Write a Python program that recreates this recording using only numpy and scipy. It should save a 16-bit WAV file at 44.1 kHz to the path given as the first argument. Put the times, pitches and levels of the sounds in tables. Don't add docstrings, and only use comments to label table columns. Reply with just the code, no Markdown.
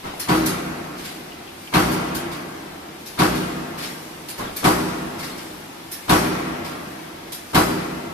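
import sys
import numpy as np
from scipy import signal
from scipy.fft import rfft, irfft
from scipy.io import wavfile
from scipy.ndimage import uniform_filter1d

SR = 44100
rng = np.random.default_rng(int(sys.argv[2]) if len(sys.argv) > 2 else 0)


def output_pcm(signal):
    pcm = np.clip(np.atleast_2d(signal).T, -1, 1) * 32767
    wavfile.write(sys.argv[1], SR, np.round(pcm).astype(np.int16))


N = 358533

# pitch_hz, correlation (-1 to 1)
MIC_LIKENESS = [(60, 0.98), (140, 1), (220, 0.87), (330, 0.84), (520, -0.14), (800, -0.19), (1200, 0.1),
                (3000, -0.0048)]
FIRST_STROKE_S, CYCLE_S = 0.2853, 1.452


def gain_of(db):
    return 10 ** (np.asarray(db) / 20)


def read(points, hz, axis=1):
    table = np.transpose(points)
    return np.interp(np.log(hz + 1), np.log(table[0] + 1), table[axis])


def add(mix, start_s, sound):
    part = mix[:, max(round(start_s * SR), 0):][:, :sound.shape[1]]
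    part += sound[:, :part.shape[1]]


def rise(t, seconds):
    return np.sin(np.pi / 2 * np.clip(t / max(seconds, 1e-4), 0, 1)) ** 2


def diffuse(table, count, hold=0, dying=True, ripple_db=0, patchy_db=3.0, size=1024):
    hz = np.fft.rfftfreq(size, 1 / SR)
    t = np.arange(count * 4 // size + 6)[:, None] * size / 4 / SR
    a, b, c, d, patches = rng.standard_normal((5, len(t), len(hz)))
    same = read(MIC_LIKENESS, hz)
    first = a + 1j * b
    second = same * first + np.sqrt(1 - same ** 2) * (c + 1j * d)
    spectrum = np.array([first, second])
    ripple = uniform_filter1d(rng.standard_normal((2, 1, len(hz))), size=2) * np.sqrt(2)
    patches = uniform_filter1d(uniform_filter1d(patches, size=8, axis=0), size=3, axis=1)
    unevenness_db = ripple_db * ripple + patchy_db * patches / patches.std()
    level_db = read(table, hz) + unevenness_db * hz / (hz + 500)
    if dying:
        level_db = level_db - 60 * np.maximum(t - hold, 0) / read(table, hz, axis=2)
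    spectrum *= gain_of(level_db) * np.sqrt(1.5 * SR / size)
    return signal.istft(spectrum.transpose(0, 2, 1), nperseg=size, noverlap=size * 3 // 4)[1][:, :count]


def gritty(sound, depth_db, size):
    grain = uniform_filter1d(rng.standard_normal(sound.shape[1]), size) * np.sqrt(size)
    gain = gain_of(depth_db * np.clip(grain, -2, 2))
    return sound * gain / np.sqrt(np.mean(gain ** 2))


def brighten(sound, db, corner_hz):
    hz = np.fft.rfftfreq(sound.shape[1], 1 / SR)
    shelf = gain_of(db * hz ** 2 / (hz ** 2 + corner_hz ** 2))
    return irfft(rfft(sound) * shelf, sound.shape[1])


def burst(table, attack, hold, ripple_db=2):
    swell = rise(np.arange(SR // 2) / SR, attack)
    return diffuse(table, SR // 2, hold, ripple_db=ripple_db, size=512) * swell


def background():
    # pitch_hz, level_db per Hz
    din_bands = [(20, -97), (44, -73.5), (60, -87), (85, -68.5), (105, -77.5), (150, -71.5), (300, -68.5),
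                 (480, -75.5), (800, -72), (1300, -79), (2200, -78.5), (3500, -81.5), (5000, -85.5),
                 (8000, -98.5)]
    # pitch_hz, relative_db per Hz
    leak_bands = [(2000, -105), (5000, -87.5), (7000, -91), (11500, -89.5), (14500, -91.5)]
    # after_contact_s, change_db
    leak_cycle = [(.02, 5.5), (.36, 2.5), (.63, 0), (.84, 3), (1.17, -0.6)]
    # time_s, change_db
    leak_drift = [(0, 0.5), (2.7, -1.5), (3.9, 1.7), (5.3, 1.5), (6.4, 0), (8.1, -0.5)]
    t = np.arange(N) / SR
    leak_db = np.interp(t - FIRST_STROKE_S, *np.transpose(leak_cycle), period=CYCLE_S)
    leak_db += np.interp(t, *np.transpose(leak_drift))
    din = diffuse(din_bands, N, dying=False, ripple_db=0.0, patchy_db=2.5, size=4096)
    din = gritty(din, depth_db=0.2, size=2500)
    return din + gain_of(leak_db) * diffuse(leak_bands, N, dying=False)


def neighbour():
    # start_s, level_db, swell_s
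    knocks = [(.022, 2, 0.045), (4.37, 4.5, 0.034)]
    # pitch_hz, relative_db per Hz, time to fade by 60 dB in s
    far_bands = [(22, -78, .7), (50, -67, .7), (150, -62, 0.93), (500, -65.5, 1), (935, -62.5, 0.78),
                 (1550, -69.5, 0.58), (4000, -79.5, 0.95), (7000, -88, 0.3), (14000, -91, 0.27)]
    out = np.zeros((2, N))
    for start_s, level_db, swell_s in knocks:
        add(out, start_s, gain_of(level_db) * burst(far_bands, attack=swell_s, hold=0.045))
    return out


def valves():
    # start_s, level_db, treble_db, whistle_db
    spits = [(0.193, 2, 0.5, -14), (0.456, 6, -0.5, -12), (1.911, -6, 2.5, -20), (2.144, 1, -4, -7),
             (3.056, -7, -3.5, -15), (4.282, -5.5, 2, -10), (4.376, -5.5, -8, -15), (4.560, 0.5, -4.5, -4),
             (5.911, -6, 5.5, -6), (7.317, -7, 6.5, -22)]
    # pitch_hz, relative_db per Hz, time to fade by 60 dB in s
    jet_bands = [(200, -83, .4), (1500, -73, 1), (3000, -73, 0.57), (4600, -68.5, 0.34),
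                 (5740, -69.5, 0.29), (7650, -75.5, 0.37), (11100, -68.5, 0.29), (14500, -75, 0.24)]
    # pitch_hz, relative_db per Hz, time to fade by 60 dB in s
    whistle_bands = [(11500, -105, .1), (12800, -62, .12), (13600, -58, 0.13), (15000, -71, .12)]
    hold_at_0_db_s, stretch = 0.013, 0.72
    wash_db, wash_decay_s = -16, 0.19
    out, t = np.zeros((2, N)), np.arange(SR) / SR
    for start_s, level_db, treble_db, whistle_db in spits:
        hold = hold_at_0_db_s * gain_of(-stretch * level_db)
        jet = brighten(burst(jet_bands, 0.008, hold, ripple_db=4.5), treble_db, corner_hz=7000)
        whistle = gain_of(whistle_db) * burst(whistle_bands, attack=0.011, hold=hold)
        wash = diffuse(jet_bands, SR, dying=False) * rise(t, 0.033) * np.exp(-t / wash_decay_s)
        add(out, start_s, gain_of(level_db) * (jet + whistle))
        add(out, start_s, gain_of(level_db + wash_db) * wash)
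    return out


def clash(lead):
    # after_contact_s, relative_db, treble_db, treble_corner_hz, attack_s
    stages = [(-.018, -5.5, -12.5, 1000, 0.014), (-.002, -3.5, 0, 8000, 0.0053),
              (.006, -3, -1, 7000, 0.0043), (.028, -2.2, -10.5, 2500, 0.0039)]
    # pitch_hz, relative_db per Hz, time to fade by 60 dB in s
    clash_bands = [(25, -69, .4), (60, -52, 0.18), (105, -54, 0.17), (170, -41.5, 0.17), (452, -51, 0.67),
                   (910, -40.5, 0.25), (1480, -49, 0.48), (2840, -56, 0.34), (3700, -53.5, 0.2),
                   (6800, -67, 0.54), (12100, -65, 0.55), (14300, -67, 0.21)]
    out, t = np.zeros((2, SR // 2)), np.arange(SR // 2) / SR
    for after_s, level_db, treble_db, corner_hz, attack in stages:
        steel = diffuse(clash_bands, len(t), ripple_db=3.0, size=512)
        steel = gritty(steel, depth_db=1.5, size=70)
        steel = brighten(steel, treble_db, corner_hz) * rise(t, attack)
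        add(out, lead + after_s, gain_of(level_db) * steel)
    return out


def ring(t, attack, split=0.01334, twin=0.71):
    # pitch_hz, relative_db, time to fade by 60 dB in s
    modes = [(55, -31, .9), (66, -36, 1.6), (97, -41, 1.5), (118, -26, .45), (135, -22.5, .45),
             (154, -28, 2.6), (173, -16, .35), (182, -24, 1.9), (221, -31, 1.8), (248, -24.5, 2.0),
             (283, -29, 1.3), (316, -20.5, 1.3), (345, -32, 1.6), (364, -24, 1.1), (394, -26, 1.4),
             (503, -30, 1.3), (560, -35, 1.8), (619, -24.5, .55), (834, -27, .7), (978, -20, .55),
             (1079, -30, .8), (1259, -27, .7), (1482, -28, .6), (1996, -32, .8), (3140, -42, 1.0),
             (4635, -35, .75), (5459, -44, 1.2), (6330, -47, 1.2), (7289, -47, 1.1), (8520, -41, .4)]
    out = np.zeros((2, len(t)))
    draws = rng.uniform(-1.057, 1, (len(modes), 4))
    for (hz, level_db, t60), (turn, beat_turn, side, gap) in zip(modes, draws):
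        lag = np.arccos(read(MIC_LIKENESS, hz)) * np.sign(side)
        beat_hz = np.sign(gap) * 4 + gap * split * min(hz, 3000)
        fade = gain_of(level_db) * np.exp(-np.log(1000) * t / t60)
        fade *= rise(t, attack + 1.4 / hz)
        beating = 1 + twin * np.exp(2j * np.pi * (beat_hz * t + beat_turn))
        wave = np.exp(2j * np.pi * (hz * t + turn)) * beating
        out += (np.exp(1j * np.array([[0], [lag]])) * wave).real * fade
    return out


def hall(t):
    # pitch_hz, relative_db per Hz, time to fade by 60 dB in s
    hall_bands = [(25.1, -75, 2), (60.5, -58, 2.5), (110, -53, 2.1), (171, -53.5, 3), (337, -48.5, 3.7),
                  (408, -55, 3.77), (890, -53.5, 3.05), (1360, -59, 3.22), (1990, -63.5, 3.14),
                  (3120, -67, 2), (5000, -67.5, 1.38), (7000, -77, 1.85), (13000, -71.5, 0.87)]
    return diffuse(hall_bands, len(t), ripple_db=5.0, size=2048) * rise(t, 0.061)


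def thump(hz, width):
    t = np.arange(-SR // 20, SR // 20) / SR
    return np.tile(np.cos(2 * np.pi * hz * t) * np.exp(-(t / width) ** 2), (2, 1))


def repeated(usual, fresh):
    # pitch_hz, correlation (0 to 1)
    repeats = [(100, .98), (300, .97), (900, .92), (2500, .7), (6000, .4), (14000, .2)]
    same = read(repeats, np.fft.rfftfreq(usual.shape[1], 1 / SR))
    return irfft(same * rfft(usual) + np.sqrt(1 - same ** 2) * rfft(fresh), usual.shape[1])


def press():
    # strength_db of the cut, openness of the die to the microphones (0 to 1), hall_db
    strokes = [(-4, 0.73, -2), (0, 0.24, .5), (-0.5, 0.54, -2), (.5, 1, -2), (1.5, 0.87, .5), (1.3, 1, -2)]
    # after_contact_s, pitch_hz, relative_db, half_width_s
    thumps = [(0.037, 68, -23, 0.014), (0.071, 67, -28, 0.01)]
    # screened_db, open_db
    cut_pair, bite_pair, treble_pair = (-6, -0.24), (12.5, -0.9), (-3.5, 2.5)
    thump_pair, ring_pair, upper_modes_pair = (3, -2), (2, -4), (-8, 3.5)
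    treble_per_db, thump_per_db = 0.6, 3.5
    out, t = np.zeros((2, N)), np.arange(2 * SR) / SR
    lead = 0.03
    usual_clash, usual_hall, modes = clash(lead), hall(t), ring(t, attack=0.012)
    pairs = [cut_pair, bite_pair, treble_pair, thump_pair, ring_pair, upper_modes_pair]
    screened, in_the_open = np.transpose(pairs)
    for turn, (strength_db, openness, hall_db) in enumerate(strokes):
        contact_s = FIRST_STROKE_S + turn * CYCLE_S
        levels_db = screened + openness * (in_the_open - screened)
        cut_db, bite_db, treble_db, thump_db, ring_db, upper_db = levels_db
        cut = brighten(repeated(usual_clash, clash(lead)), bite_db, corner_hz=1210)
        top_db = treble_db + treble_per_db * strength_db - bite_db / 2
        cut = brighten(cut, top_db, corner_hz=4500)
        add(out, contact_s - lead, gain_of(cut_db + strength_db) * cut)
        add(out, contact_s + 0.00198, gain_of(ring_db) * brighten(modes, upper_db, corner_hz=280))
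        add(out, contact_s + 0.01, gain_of(hall_db) * repeated(usual_hall, hall(t)))
        kick_db = thump_db + thump_per_db * strength_db
        for after_s, hz, level_db, width in thumps:
            add(out, contact_s + after_s - 1 / 20, gain_of(kick_db + level_db) * thump(hz, width))
    return out


def low_ring(swell=0.047):
    # start_s, pitch_hz, level_db, time to fade by 60 dB in s
    low_tones = [(.345, 319.7, -11.5, 0.49), (2.132, 344, -29.5, 0.89)]
    out, t = np.zeros((2, N)), np.arange(SR) / SR
    for start_s, hz, level_db, t60 in low_tones:
        tone = np.sin(2 * np.pi * hz * t) * np.exp(-np.log(1000) * t / t60) * rise(t, swell)
        add(out, start_s, gain_of(level_db) * np.tile(tone, (2, 1)))
    return out


def feeder():
    # start_s, level_db, swell_s
    scrapes = [(0.951, -11.5, 0.054), (1.025, -6.5, 0.038), (2.299, -10, 0.029), (3.33, -6.5, 0.035),
               (3.765, -6, 0.032), (3.81, -3.5, 0.03), (5.175, -6, 0.029), (5.225, -7, 0.015),
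               (5.37, -11.5, 0.015), (6.638, -8, 0.017)]
    # pitch_hz, relative_db per Hz, time to fade by 60 dB in s
    strip_bands = [(150, -67, 0.2), (900, -67, 0.19), (2200, -64.5, 0.7), (3300, -66, 0.61),
                   (4970, -65, 0.51), (6760, -72.5, 0.54), (11700, -73, 0.7), (14500, -75, 0.43)]
    # start_s, level_db
    ticks = [(1.318, -4), (1.472, -7), (1.485, -7), (1.672, -2)]
    # pitch_hz, relative_db per Hz, time to fade by 60 dB in s
    tick_bands = [(1500, -95, .05), (2500, -66, 0.045), (3200, -68, 0.055), (4200, -86, .05),
                  (8000, -100, .05)]
    out = np.zeros((2, N))
    for start_s, level_db, swell_s in scrapes:
        slide = burst(strip_bands, attack=swell_s, hold=swell_s, ripple_db=2.5)
        add(out, start_s, gain_of(level_db) * gritty(slide, depth_db=1.0, size=120))
    for start_s, level_db in ticks:
        add(out, start_s, gain_of(level_db) * burst(tick_bands, attack=0.003, hold=0.006))
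    return out


def scene():
    return background() + neighbour() + valves() + press() + low_ring() + feeder()


def record(dry):
    # pitch_hz, left_over_right_db
    balance = [(100, -0.5), (270, 0.7), (520, -0.2), (1000, 0.8), (2000, 2.5), (4000, 1), (8000, 0.5),
               (12000, -0.5)]
    edge_hz = 14330
    tilt_db = read(balance, np.fft.rfftfreq(N, 1 / SR)) / 2
    coloured = irfft(rfft(dry) * gain_of([tilt_db, -tilt_db]), N)
    rounded = coloured / (1 + (coloured / 0.9) ** 6) ** (1 / 6)
    edge = signal.firwin(511, edge_hz, window=("kaiser", 9), fs=SR)
    return signal.oaconvolve(rounded, edge[None], "same", axes=1)


dry = scene()
out = record(dry)
output_pcm(out)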